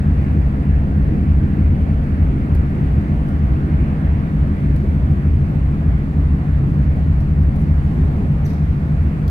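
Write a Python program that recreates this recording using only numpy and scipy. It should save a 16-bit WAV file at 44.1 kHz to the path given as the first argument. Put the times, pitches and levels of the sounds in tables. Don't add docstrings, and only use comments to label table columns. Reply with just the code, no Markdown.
import sys
import numpy as np
from scipy import signal
from scipy.fft import rfft, irfft, next_fast_len
from scipy.io import wavfile
from scipy.ndimage import uniform_filter1d, minimum_filter1d

SR = 44100
rng = np.random.default_rng(int(sys.argv[2]) if len(sys.argv) > 2 else 0)


def file_out(sig):
    cols = np.atleast_2d(sig).T
    lim = np.clip(cols, -1, 1)
    pcm = np.round(lim * 32767).astype(np.int16)
    wavfile.write(sys.argv[1], SR, pcm)


N = 410130


def amp(db):
    return 10 ** (np.asarray(db) / 20)


def unit(x):
    return x / np.sqrt(np.mean(x ** 2) + 1e-20)


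def seconds():
    return np.arange(N) / SR


def along(points, hz):
    point_hz, values = np.transpose(points)
    return np.interp(np.log(hz + 1), np.log(point_hz), values)


def curve(rows):
    s, values = np.transpose(rows)
    return np.interp(seconds(), s, values)


def wobble(knots_per_s, size=N):
    span = N / SR * knots_per_s
    knots = int(span) + 2
    fine = signal.resample_poly(np.resize(rng.standard_normal(2048), knots), up=8, down=1)
    return np.interp(np.linspace(0, span, size), np.arange(len(fine)) * knots / len(fine), fine)


def filtered(x, response):
    m = next_fast_len(N + SR // 2)
    return irfft(rfft(x, m) * response(np.fft.rfftfreq(m, 1 / SR)), m)[..., :N]


def noise(patchy_db):
    z = signal.stft(rng.standard_normal((2, N)), nperseg=512)[2]
    field = uniform_filter1d(rng.standard_normal(z.shape[1:]), size=6, axis=0)
    field = uniform_filter1d(field, size=20, axis=1)
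    return signal.istft(z * amp(patchy_db * unit(field)), nperseg=512)[1][:, :N]


def diffuse(spectrum, patchy_db, spacing_ms=0.54):
    def mid_side_gains(hz):
        angle = np.arccos(np.sinc(2 * hz * spacing_ms / 1000)) / 2
        return amp(along(spectrum, hz)) * [np.cos(angle), np.sin(angle)]

    mid, side = filtered(noise(patchy_db), mid_side_gains)
    return unit(np.array([mid + side, mid - side]))


TURN_MIDDLE_S, TURN_LENGTH_S = 4.8, 3.2
GROWL_ROOF_DB, GROWL_OPEN_DB = 1.2, -1.24


def turned(before, after):
    share = np.clip((seconds() - TURN_MIDDLE_S) / TURN_LENGTH_S + .5, 0, 1)
    return before + (after - before) * share


FULL_LEAD_ROOF_MS, FULL_LEAD_OPEN_MS = 0.38, .29


def from_funnel(x, lead_share):
    n = np.arange(N)
    lead_samples = lead_share * turned(FULL_LEAD_ROOF_MS, FULL_LEAD_OPEN_MS) * SR / 1000
    return np.array([np.interp(n + lead_samples / 2, n, x), np.interp(n - lead_samples / 2, n, x)])


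CYCLE_HZ = 3.2772
# multiple of the working cycle, nominal rms level in dB.
STRONG_ORDERS = [(7, -39), (8, -33.5), (11, -43.5), (14, -33), (15, -42), (17, -28.5), (18, -30),
                 (19, -27.5), (20, -26.5), (21, -33), (23, -32), (24, -24.5), (25, -34.5), (26, -33.5),
                 (27, -29.5), (28, -33), (41, -32.5), (42, -28), (43, -42.5), (44, -31), (45, -29.5),
                 (46, -31.5), (48, -28), (49, -34), (50, -38.5), (53, -40), (60, -38.5), (61, -30.5),
                 (63, -34.5), (66, -37.5)]
# frequency in Hz, nominal rms level of each order in dB.
WEAK_ORDER_LEVELS = [(20, -53), (40, -40), (110, -45), (160, -49), (210, -48.5), (255, -42.5), (305, -50.5),
                     (360, -57.5), (420, -67)]
# time in seconds, gain in dB.
LOW_BEAT = [(0, 1.5), (2.3, 1), (3.2, -1.5), (4.4, 0), (6.4, -.3), (7.4, 2.5), (8.1, -1.5), (9.3, -3.5)]


def engine(flutter=.17, flutter_rise_hz=260, chuff_db=3, drone_swell_db=.3):
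    step = 30
    t = np.arange(N // step + 1) * step / SR
    strong = {round(k): db for k, db in STRONG_ORDERS}
    bands = np.zeros((3, len(t)))
    for k in range(6, 130):
        hz = k * CYCLE_HZ
        level = amp(strong.get(k, along(WEAK_ORDER_LEVELS, hz)))
        drift = wobble(1.482, size=len(t)) + 1j * wobble(1.509, size=len(t))
        shake = flutter * drift * (.5 + hz / flutter_rise_hz)
        carrier = np.exp(2j * np.pi * (hz * t + rng.random()))
        line = unit(np.real((1 + shake) * carrier))
        bands[np.searchsorted([115, 190], hz)] += level * line
    bands[2] *= unit(amp(chuff_db * np.cos(2 * np.pi * CYCLE_HZ * t)))
    low, middle, top = signal.resample_poly(bands, step, 1, axis=1)[:, :N]
    exhaust = low * amp(curve(LOW_BEAT))
    exhaust += middle * amp(drone_swell_db * wobble(1.5))
    exhaust += top * amp(turned(GROWL_ROOF_DB, GROWL_OPEN_DB))
    return from_funnel(exhaust, lead_share=0.68) * amp([[.3], [-.3]])


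# frequency in Hz, relative density in dB per Hz.
RUMBLE_SPECTRUM = [(22, -29.5), (48, -12.5), (66, -2), (76, 2.5), (108, -5), (143, -6), (178, -10),
                   (200, -9.5), (225, -11), (255, -13.5), (310, -14), (345, -19.5), (410, -22),
                   (600, -38.5)]


def rumble(level_db=-21.5, swell_db=0.83):
    boom = diffuse(RUMBLE_SPECTRUM + [(1500, -90.0), (4000, -130)], patchy_db=2.5)
    growl = filtered(boom, lambda hz: along([(170, 0.037), (210, 0.69)], hz))
    rest = boom - growl
    swell = amp(level_db + swell_db * wobble(2.7))
    return swell * (rest + growl * amp(turned(GROWL_ROOF_DB, GROWL_OPEN_DB)))


def wavering_tones(rows, waver_hz, knots_per_s):
    tones = np.zeros(N)
    for hz, db in rows:
        phase = 2 * np.pi * np.cumsum(hz + waver_hz * wobble(knots_per_s)) / SR
        tones += amp(db) * unit(np.sin(phase))
    return tones


# mean frequency in Hz, rms level in dB.
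HUM_TONES = [(76.18, -25), (97.64, -40.5)]


def hums(waver_hz=.15):
    return from_funnel(wavering_tones(HUM_TONES, waver_hz, knots_per_s=0.96), lead_share=1)


STEP_RISE_S, STEP_T60_S = .002, .09
# start in seconds, relative level in dB.
STEP_TIMES = [(1.8092, -55), (2.0348, -54.5), (2.5469, -44.5), (3.285, -48.5), (4.7602, -48),
              (4.9373, -54.5), (5.116, -50), (7.1226, -56), (7.202, -44.5), (7.428, -52.5), (7.5565, -48),
              (7.595, -52), (7.6121, -48)]
# frequency in Hz, gain in dB before the high-pass.
TICK_SPECTRUM = [(1500, -22), (4200, 5), (7000, -3.5), (9000, -4), (9900, 7), (10800, -7), (13000, -2),
                 (15500, -2)]


def steps(level_db=-3, grain_db=3):
    out = np.zeros((2, N + SR))
    t = np.arange(SR // 4) / SR
    for s, db in STEP_TIMES:
        grit = amp(grain_db * unit(uniform_filter1d(rng.standard_normal(len(t)), size=60)))
        decay = amp(db + level_db - 60 * t / STEP_T60_S) * np.minimum(t / STEP_RISE_S, 1)
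        start = round(s * SR)
        out[:, start:start + len(t)] += decay * grit * rng.standard_normal((2, len(t)))
    return filtered(out[:, :N], lambda hz: amp(along(TICK_SPECTRUM, hz)) * hz ** 2 / (hz ** 2 + 1500 ** 2))


SQUEAK_START_S, SQUEAK_LENGTH_S, SQUEAK_MIDDLE_HZ, SQUEAK_DB = 8.448, .021, 6050, -48


def squeak(overtone_db=-8, rough=.025, fall_octaves=0.35):
    slip = np.clip(2 * (seconds() - SQUEAK_START_S) / SQUEAK_LENGTH_S - 1, -1, 1)
    hz = SQUEAK_MIDDLE_HZ * 2 ** (-fall_octaves * slip ** 3)
    phase = 2 * np.pi * np.cumsum(hz * (1 + rough * wobble(900))) / SR
    whistle = np.sin(phase) + amp(overtone_db) * np.sin(2 * phase)
    return amp(SQUEAK_DB) * np.sqrt(1 - slip ** 2) * whistle


# start in seconds, nominal level in dB, rise in seconds, t60 in seconds.
SCRAPE_STROKES = [(8.449, -50.5, .016, .25), (8.492, -54, .01, .2), (9.278, -44.5, .001, .06)]
# frequency in Hz, relative density in dB per Hz.
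RASP_SPECTRUM = [(2500, -13.5), (4000, 0.5), (5600, -0.5), (7200, -10.5), (10500, -11.5), (11800, -5),
                 (12350, 1), (13000, -10.5), (15500, -12)]


def scrape(judder_db=3):
    t = seconds()
    strokes = np.zeros(N)
    for s, db, rise_s, t60_s in SCRAPE_STROKES:
        decay = amp(db - 60 * np.maximum(t - s - rise_s, 0) / t60_s)
        strokes += np.clip((t - s) / rise_s, 0, 1) * decay
    return strokes * amp(judder_db * wobble(300)) * diffuse([(800, -50)] + RASP_SPECTRUM, patchy_db=1.0)


def canopy(x, t60_s=.8, dull_hz=4800):
    t = np.arange(SR // 2) / SR
    b, a = signal.butter(2, dull_hz, fs=SR)
    tail = signal.lfilter(b, a, rng.standard_normal((2, len(t)))) * amp(-60 * t / t60_s)
    return signal.fftconvolve(x, tail / np.linalg.norm(tail[0]), axes=1)[:, :N]


THUMP_S, THUMP_DB = 4.83, -27


def thump(decay_db_per_s=250, rise_s=.012):
    t = np.maximum(seconds() - THUMP_S, 0)
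    blow = amp(THUMP_DB - decay_db_per_s * t) * np.minimum(t / rise_s, 1)
    spectrum = [(100, -28.5), (330, 0.5), (480, -7.5), (700, -20), (2000, -61.0)]
    return blow * diffuse(spectrum, patchy_db=1.5)


# frequency in Hz, relative density in dB per Hz.
RUSH_SPECTRUM = [(150, -18), (330, -11), (450, -1.5), (520, -5), (700, -4.5), (900, -10.5), (1350, -13),
                 (1900, -13), (2350, -17), (2900, -24), (3500, -30.5), (5000, -46), (9000, -83.5)]
# frequency in Hz, relative density in dB per Hz.
HISS_SPECTRUM = [(2500, -20), (3700, -2), (4500, 0), (5400, -5.5), (7200, -8), (8500, -6), (9600, -10),
                 (12000, -11), (15500, -13)]
# time in seconds, gain in dB.
AIR_LEVEL = [(0, -36), (1.5, -36.5), (2.8, -35.2), (3.4, -36), (3.9, -34.5), (4.7, -37), (9.3, -37.5)]


def rush(around_db=-2, direct_db=-6, hiss_db=-60.5, swell_db=.25, hiss_swell_db=.5):
    around = diffuse(RUSH_SPECTRUM, patchy_db=1.43) * amp([[-.7], [.7]])
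    vent_tilt = [(400, -7.0), (700, -5.5), (1350, 0.5), (2000, -8.0)]
    vent = filtered(rng.standard_normal(N), lambda hz: amp(along(RUSH_SPECTRUM, hz) + along(vent_tilt, hz)))
    direct = from_funnel(unit(vent), lead_share=1.0) * amp([[-2], [2]])
    hiss = diffuse([(1000, -40)] + HISS_SPECTRUM, patchy_db=.3) * amp([[-.7], [.7]])
    swell = wobble(2.5)
    air = amp(around_db) * around + amp(direct_db) * direct
    air *= amp(curve(AIR_LEVEL) + swell_db * swell)
    return air + amp(hiss_db + hiss_swell_db * swell) * hiss


# frequency in Hz, relative density in dB per Hz.
BUFFET_SPECTRUM = [(12, -35.5), (25, -13), (50, 0.5), (100, -3.5), (200, -15), (500, -49.5), (2000, -100)]


def wind(level_db=-35, gust_db=2):
    gusts = amp(gust_db * wobble(0.98))
    return amp(level_db) * unit(gusts * diffuse(BUFFET_SPECTRUM, patchy_db=0.5, spacing_ms=3.7))


# mean frequency in Hz, rms level in dB.
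WHISTLE_TONES = [(11902, -85), (12106, -88.5), (12284, -85)]


def whistles(waver_hz=8):
    return from_funnel(wavering_tones(WHISTLE_TONES, waver_hz, knots_per_s=20), lead_share=0.86)


def scene():
    slide = (squeak() + scrape()) * amp([[1.5], [-1.5]])
    ticks = steps()
    shoe = slide + ticks + canopy(amp(-5.0) * slide + amp(-6) * ticks)
    machinery = engine() + rumble() + hums() + whistles()
    return machinery + shoe + thump() + rush() + wind()


TOP_HZ = 15800


def record(dry):
    ceiling = .62
    needed = ceiling / np.maximum(np.abs(dry).max(axis=0), ceiling)
    gain = uniform_filter1d(minimum_filter1d(needed, size=SR // 50), size=SR // 50)
    return filtered(dry * gain, lambda hz: hz < TOP_HZ)


dry = scene()
out = record(dry)
file_out(out)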